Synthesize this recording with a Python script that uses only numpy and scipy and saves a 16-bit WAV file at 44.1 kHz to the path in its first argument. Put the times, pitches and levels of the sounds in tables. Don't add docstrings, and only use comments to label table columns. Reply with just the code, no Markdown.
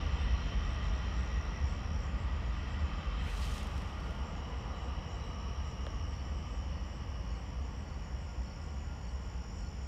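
import sys
import numpy as np
from scipy import signal
from scipy.fft import rfft, irfft, next_fast_len
from scipy.io import wavfile
from scipy.ndimage import uniform_filter1d, map_coordinates

SR = 44100
rng = np.random.default_rng(int(sys.argv[2]) if len(sys.argv) > 2 else 0)


def unload_wav(signal):
    wavfile.write(
        sys.argv[1],
        SR,
        np.round(np.clip(np.atleast_2d(signal).T, -1, 1) * 32767).astype(np.int16),
    )


N = 435266
T = np.arange(N) / SR

# (frequency [Hz], relative level [dB])
RUMBLE_SPECTRUM = [(18, -46), (30, -25), (43, -4.5), (61, 0), (77, -2.5), (98, -15), (140, -27.5),
                   (300, -55)]
LOW_ROAR_SPECTRUM = [(70, -14.5), (115, 0.5), (160, -1), (200, -1.5), (240, -8), (290, -10.5), (370, -18),
                     (600, -43)]
ROAR_SPECTRUM = [(150, -5), (300, -3), (390, -3.5), (490, 2), (640, -1.5), (900, 0), (1130, -3),
                 (1370, -17), (2000, -16), (3500, -39.5)]
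HISS_SPECTRUM = [(700, -10), (1400, 0), (1700, 0), (2300, -0.5), (3150, -4.5), (3400, -6), (3750, -22),
                 (4800, -11), (6300, -21.5), (8500, -49)]
# (time [s], level [dB])
RUMBLE_LOUDNESS = [(0, -31.5), (1.3, -34.5), (3.4, -35.5), (4.2, -39.5), (5.4, -39), (6.1, -37.5),
                   (8.2, -40), (9.87, -40)]
# (pitch [Hz], width [Hz],
# base level [dB], fade [dB/s], flare time [s], flare boost [dB], time the beam turns away [s])
FAN_WHINES = [(1194, 114, -55, 0.45, 5.54, 1.5, 6.2), (1926, 103, -58.5, 1.5, 1.4, 4, 17),
              (2656, 146, -61, 1.6, .5, 1, 12), (3123, 155, -61.5, 1.25, .1, 3, 5.9),
              (3584, 82, -67.5, 2, .2, 2.5, 6.5), (3920, 110, -67, 2.85, 5.24, 12.5, 14),
              (4190, 77, -73.5, 2.0, .3, 5.5, 5.9)]
# (time [s], gain at BEAM_HZ [dB])
FAN_BEAM = [(0, 0), (1, 0.5), (2, -2), (3.3, 4.5), (4.2, -0.5), (5.3, -1), (9.87, 0.5)]
BEAM_HZ = 1990
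# (time [s], half length [s], level [dB])
FAN_TONE_SWELLS = [(.6, 1.4, -62.5), (3.6, 1.34, -61), (8.9, 1.9, -66.5)]
# (end [s], length [s], pace [strokes/s], pitch [Hz],
# pitch fall in a stroke [share], first level [dB], last level [dB], final slowing [share])
TRILL_BOUTS = [(2.08, 3, 73.5, 5600, .12, -62.5, -61, .16), (6.3, 2.7, 73.5, 5560, .13, -68, -63, .13),
               (7.9, 2.9, 75, 5620, .11, -67, -67, .2), (9.9, 2.1, 77.5, 5560, .12, -68, -67, .22),
               (10.5, 2.7, 48.7, 6960, .06, -77, -66.5, 0)]
# (first [s], last [s], rough spacing [s], top pitch [Hz], level [dB])
BUZZ_RUNS = [(.22, 3.22, .5, 7850, -75), (4.85, 8.65, .42, 7810, -76), (9.11, 9.6, .49, 7870, -76),
             (.15, 4.78, .515, 7290, -73), (5.68, 7.48, .6, 7230, -72), (.47, 2.87, .4, 6870, -75),
             (4.38, 8.8, .74, 6830, -73)]
# (first [s], last [s], rough spacing [s], base level [dB])
CHIRP_RUNS = [(.09, 3.3, .58, -73), (4, 4, .58, -69), (6.16, 9.63, .58, -68.5)]
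# (frequency [Hz], relative level [dB])
SCUFF_SPECTRUM = [(1000, -20), (2800, 9.5), (4500, 4), (6300, 3), (9000, -1.5), (11500, -10), (13500, -8),
                  (15800, -24)]
# (time [s], half length [s], level [dB])
SCUFF_STROKES = [(3.312, 0.076, -57.5), (3.432, 0.093, -53), (3.556, 0.093, -53), (3.756, 0.18, -64.5),
                 (4.08, 0.13, -69)]
# (time [s], level [dB])
SCUFF_CRACKLES = [(3.63, -57), (3.67, -51), (3.78, -52), (3.82, -57), (4.005, -59), (4.11, -59)]
# (time [s], pitch [Hz], width [Hz], level [dB])
SCUFF_SCRAPES = [(3.285, 2100, 1300, -48.5), (3.43, 4540, 900, -51.5)]
# (start [s], pitch [Hz], time to fade by 60 dB [s], level [dB])
TAP_TONES = [(5.8668, 3200, 0.0039, -30), (5.8668, 1670, 0.0065, -32), (5.8655, 8700, .005, -52),
             (5.8688, 560, 0.032, -35)]
# (time [s], tree cricket level [dB], ground cricket level [dB])
CHORUS_LOUDNESS = [(0, -59, -63.5), (1.5, -71, -68.5), (3, -69, -66), (4.3, -64, -67.5), (5.4, -61, -66.5),
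                   (6.8, -62.5, -65), (8, -69, -67), (9.87, -70.5, -65.5)]
# (frequency [Hz], relative level [dB])
FIELD_SPECTRUM = [(300, 0.5), (3000, -1.5), (4150, -9), (4550, -2), (5200, -3.5), (6250, -11), (7300, -5),
                  (7900, -13.5), (8400, -20), (12000, -24), (15000, -25.5)]


def exhaust_rumble():
    rumble = steady(noise(RUMBLE_SPECTRUM), span_s=.45) * undb(curves(RUMBLE_LOUDNESS)[0])
    low_roar = steady(noise(LOW_ROAR_SPECTRUM), span_s=.34) * undb(-45 - .54 * T)
    return rumble + low_roar


def jet_roar(start_db=-50, fade_db_per_s=.5, swing_db=3):
    direct = noise(ROAR_SPECTRUM)
    lag_s = .00416 * (1 + .13 * walk(1.1))
    reflected = undb(-14.5) * np.interp(T - lag_s, T, direct)
    roar_db = start_db - fade_db_per_s * T + swing_db * swell(4.55, half_s=.88)
    return level(direct + reflected, 0) * undb(roar_db)


def fan_blades(hiss_db=-52.5, hiss_fade_db_per_s=1.05, leaving_db_per_s=4.5):
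    beam_db = curves(FAN_BEAM)[0]
    out = noise(HISS_SPECTRUM) * undb(hiss_db - hiss_fade_db_per_s * T + .6 * beam_db)
    for hz, width_hz, db, fade_db_per_s, flare_s, flare_db, leaves_s in FAN_WHINES:
        angle_db = beam_db * hz / BEAM_HZ + flare_db * swell(flare_s, half_s=1)
        loss_db = fade_db_per_s * T + leaving_db_per_s * np.maximum(T - leaves_s, 0)
        out += waver(haze(hz, width_hz), db=1.3, rate=9) * undb(db - loss_db + angle_db)
    return out


def fan_tone():
    loudness = sum(undb(db) * swell(s, half_s) for s, half_s, db in FAN_TONE_SWELLS)
    return waver(haze(hz=1409.6, width_hz=23.6), db=-.5, rate=9.4) * loudness


def wing_strokes(rate, hz, fall, duty=.7, jitter=.008):
    cycle = np.cumsum(rate * (1 + .007 * walk(20))) / SR + rng.random()
    progress = np.minimum(cycle % 1 / duty, 1)
    pitch = hz * (1 - fall * (progress - .5) + jitter * walk(170))
    restart = rng.random(2048)[cycle.astype(int) % 2048]
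    phase = 2 * np.pi * (np.cumsum(pitch) / SR + restart)
    whistle = np.sin(phase) + undb(-28.5) * np.sin(2 * phase)
    return level(np.sin(np.pi * progress) * whistle, 0)


def near_trills(rise_s=.096, slowing_s=.36, stop_s=.01):
    out = np.zeros(N)
    for end, length, rate, hz, fall, first_db, last_db, slowing in TRILL_BOUTS:
        tired = np.clip(1 - (end - T) / slowing_s, 0, 1)
        gate = np.clip((T - end + length) / rise_s, 0, 1) * np.clip((end - T) / stop_s, 0, 1)
        song = wing_strokes(rate * (1 - slowing * tired ** 2), hz, fall, duty=.69)
        bout_db = np.interp(T, [end - length, end], [first_db, last_db])
        out += waver(song, db=1.7, rate=32) * gate * undb(bout_db)
    return out


def insect_buzzes(length_s=.11, arch=.045, rate=86, voices=5):
    out = np.zeros(N)
    crowd = [(when * T[-1], 6700 + 1000 * high, -78 + 2 * loud)
             for when, high, loud in rng.random((70, 3))]
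    neighbours = [(s, hz * (1 + .005 * rng.standard_normal()), db + .61 * rng.standard_normal())
                  for first_s, last_s, period_s, hz, db in BUZZ_RUNS
                  for s in beats(first_s, last_s, period_s)]
    calls = sorted(neighbours + crowd)
    for voice in range(voices):
        pitch, loudness = np.full(N, 7000.), np.zeros(N)
        for s, hz, db in calls[voice::voices]:
            on = slice(*np.searchsorted(T, [s - length_s / 2, s + length_s / 2]))
            place = (T[on] - s) / (length_s / 2)
            pitch[on] = hz * (1 - arch * place ** 2)
            loudness[on] = undb(db) * np.cos(np.pi / 2 * place)
        out += loudness * wing_strokes(rate * (1 + .06 * rng.standard_normal()), pitch, fall=.054)
    return out


def field_cricket(hz=4440, step_hz=70, gap_s=.04, half_s=.012, sag_hz_per_s=5000):
    out = np.zeros(N)
    for first_s, last_s, period_s, db in CHIRP_RUNS:
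        for s in beats(first_s, last_s, period_s):
            for k, pulse_db, stray in zip((-1, 0, 1), (-6, 2.5, 4.5), rng.standard_normal(3)):
                on = abs(T - s - k * gap_s) < gap_s
                t = T[on] - s - k * gap_s
                pitch = hz * (1 + .009 * stray) + k * step_hz - sag_hz_per_s * t / 2
                loudness = undb(db + pulse_db) * np.exp(-(t / half_s) ** 2)
                out[on] += loudness * np.sin(2 * np.pi * pitch * t)
    return out


def shoe_scuff(grain_db=2.8, snap_s=.0013, scrape_s=.016):
    hiss = rng.standard_normal(N)
    grains = undb(grain_db * rng.standard_normal(N // 32 + 1).repeat(32)[:N])
    brushing = np.linalg.norm([undb(db) * swell(s, half_s) for s, half_s, db in SCUFF_STROKES], axis=0)
    snaps = sum(undb(db) * np.exp(-abs(T - s) / snap_s) for s, db in SCUFF_CRACKLES)
    rub = level(hiss * grains, 0) * (waver(brushing, db=1, rate=77) + snaps)
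    folds = sum(haze(hz, width_hz) * undb(db) * swell(s, scrape_s)
                for s, hz, width_hz, db in SCUFF_SCRAPES)
    return colour(rub, SCUFF_SPECTRUM) * rub.std() + folds


def tap(attack_s=.00022):
    out = np.zeros(N)
    for s, hz, t60, db in TAP_TONES:
        t = np.clip(T - s, 0, .3)
        loudness = undb(db) * (1 - np.exp(-t / attack_s)) * np.exp(-np.log(1000) * t / t60)
        out += loudness * np.sin(2 * np.pi * hz * t)
    return out


def cricket_chorus(hz, spread, rate, fall, count):
    out = np.zeros(N)
    for offset in np.linspace(-spread, spread, count):
        song = wing_strokes(rate * (1 + .1 * rng.standard_normal()), hz * (1 + offset), fall)
        out += waver(song, db=2, rate=3.14)
    return level(out, 0)


def outdoor_echo(x, t60, echo_db):
    t = T[:SR // 2]
    tail = rng.standard_normal(len(t)) * np.exp(-np.log(1000) * t / t60)
    echo = signal.fftconvolve(x, tail / np.linalg.norm(tail))[:N]
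    return (x + undb(echo_db) * echo) / np.sqrt(1 + undb(echo_db) ** 2)


def undb(db):
    return 10 ** (np.asarray(db) / 20)


def level(x, db):
    return x * undb(db) / np.sqrt(np.mean(x ** 2) + 1e-30)


def curves(rows):
    s, *columns = np.transpose(rows)
    return [np.interp(T, s, column) for column in columns]


def walk(rate):
    points = rng.standard_normal(2048)
    places = np.arange(0, N + 128, 128) / SR * rate
    return map_coordinates(points, [places], order=3, mode="wrap").repeat(128)[:N]


def shape(x, gain):
    size = next_fast_len(N)
    hz = np.arange(size // 2 + 1) * SR / size
    return irfft(rfft(x, size) * gain(hz), size)[:N]


def colour(x, spectrum):
    hz, db = np.transpose(spectrum)

    def gain(f):
        return undb(np.interp(np.log(f + 1), np.log(hz), db)) / (1 + (f / hz[-1] / 2) ** 4)
    return level(shape(x, gain), 0)


def noise(spectrum):
    return colour(rng.standard_normal(N), spectrum)


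def haze(hz, width_hz):
    band = shape(rng.standard_normal(N), lambda f: 1 / (1 + ((f - hz) / (.83 * width_hz)) ** 4) ** .84)
    return level(band, 0)


def waver(x, db, rate):
    return x * undb(db * walk(rate))


def steady(x, span_s):
    return x / np.sqrt(uniform_filter1d(x ** 2, int(span_s * SR)))


def swell(s, half_s):
    return np.exp(-((T - s) / half_s) ** 2)


def beats(first_s, last_s, period_s):
    return np.linspace(first_s, last_s, round((last_s - first_s) / period_s) + 1)


def scene():
    tree_db, ground_db = curves(CHORUS_LOUDNESS)
    tree = cricket_chorus(hz=2937, spread=.02, rate=55, fall=.04, count=4) * undb(tree_db)
    ground = cricket_chorus(hz=5464, spread=.045, rate=74, fall=.12, count=6) * undb(ground_db)
    far_crickets = outdoor_echo(tree + ground, t60=.39, echo_db=-8.5)
    hush = level(noise(FIELD_SPECTRUM), -65.5)
    near_insects = outdoor_echo(near_trills() + insect_buzzes() + field_cricket(), t60=.15, echo_db=-13)
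    airliner = exhaust_rumble() + jet_roar() + fan_blades() + fan_tone()
    return (airliner + near_insects + shoe_scuff() + tap() + far_crickets + hush)[None]


def record(dry, top_hz=15650):
    fade_in = np.minimum(T / .003, 1)
    low_pass = signal.ellip(10, .2, 80, top_hz, fs=SR, output="sos")
    return signal.sosfilt(low_pass, dry * fade_in)


dry = scene()
out = record(dry)
unload_wav(out)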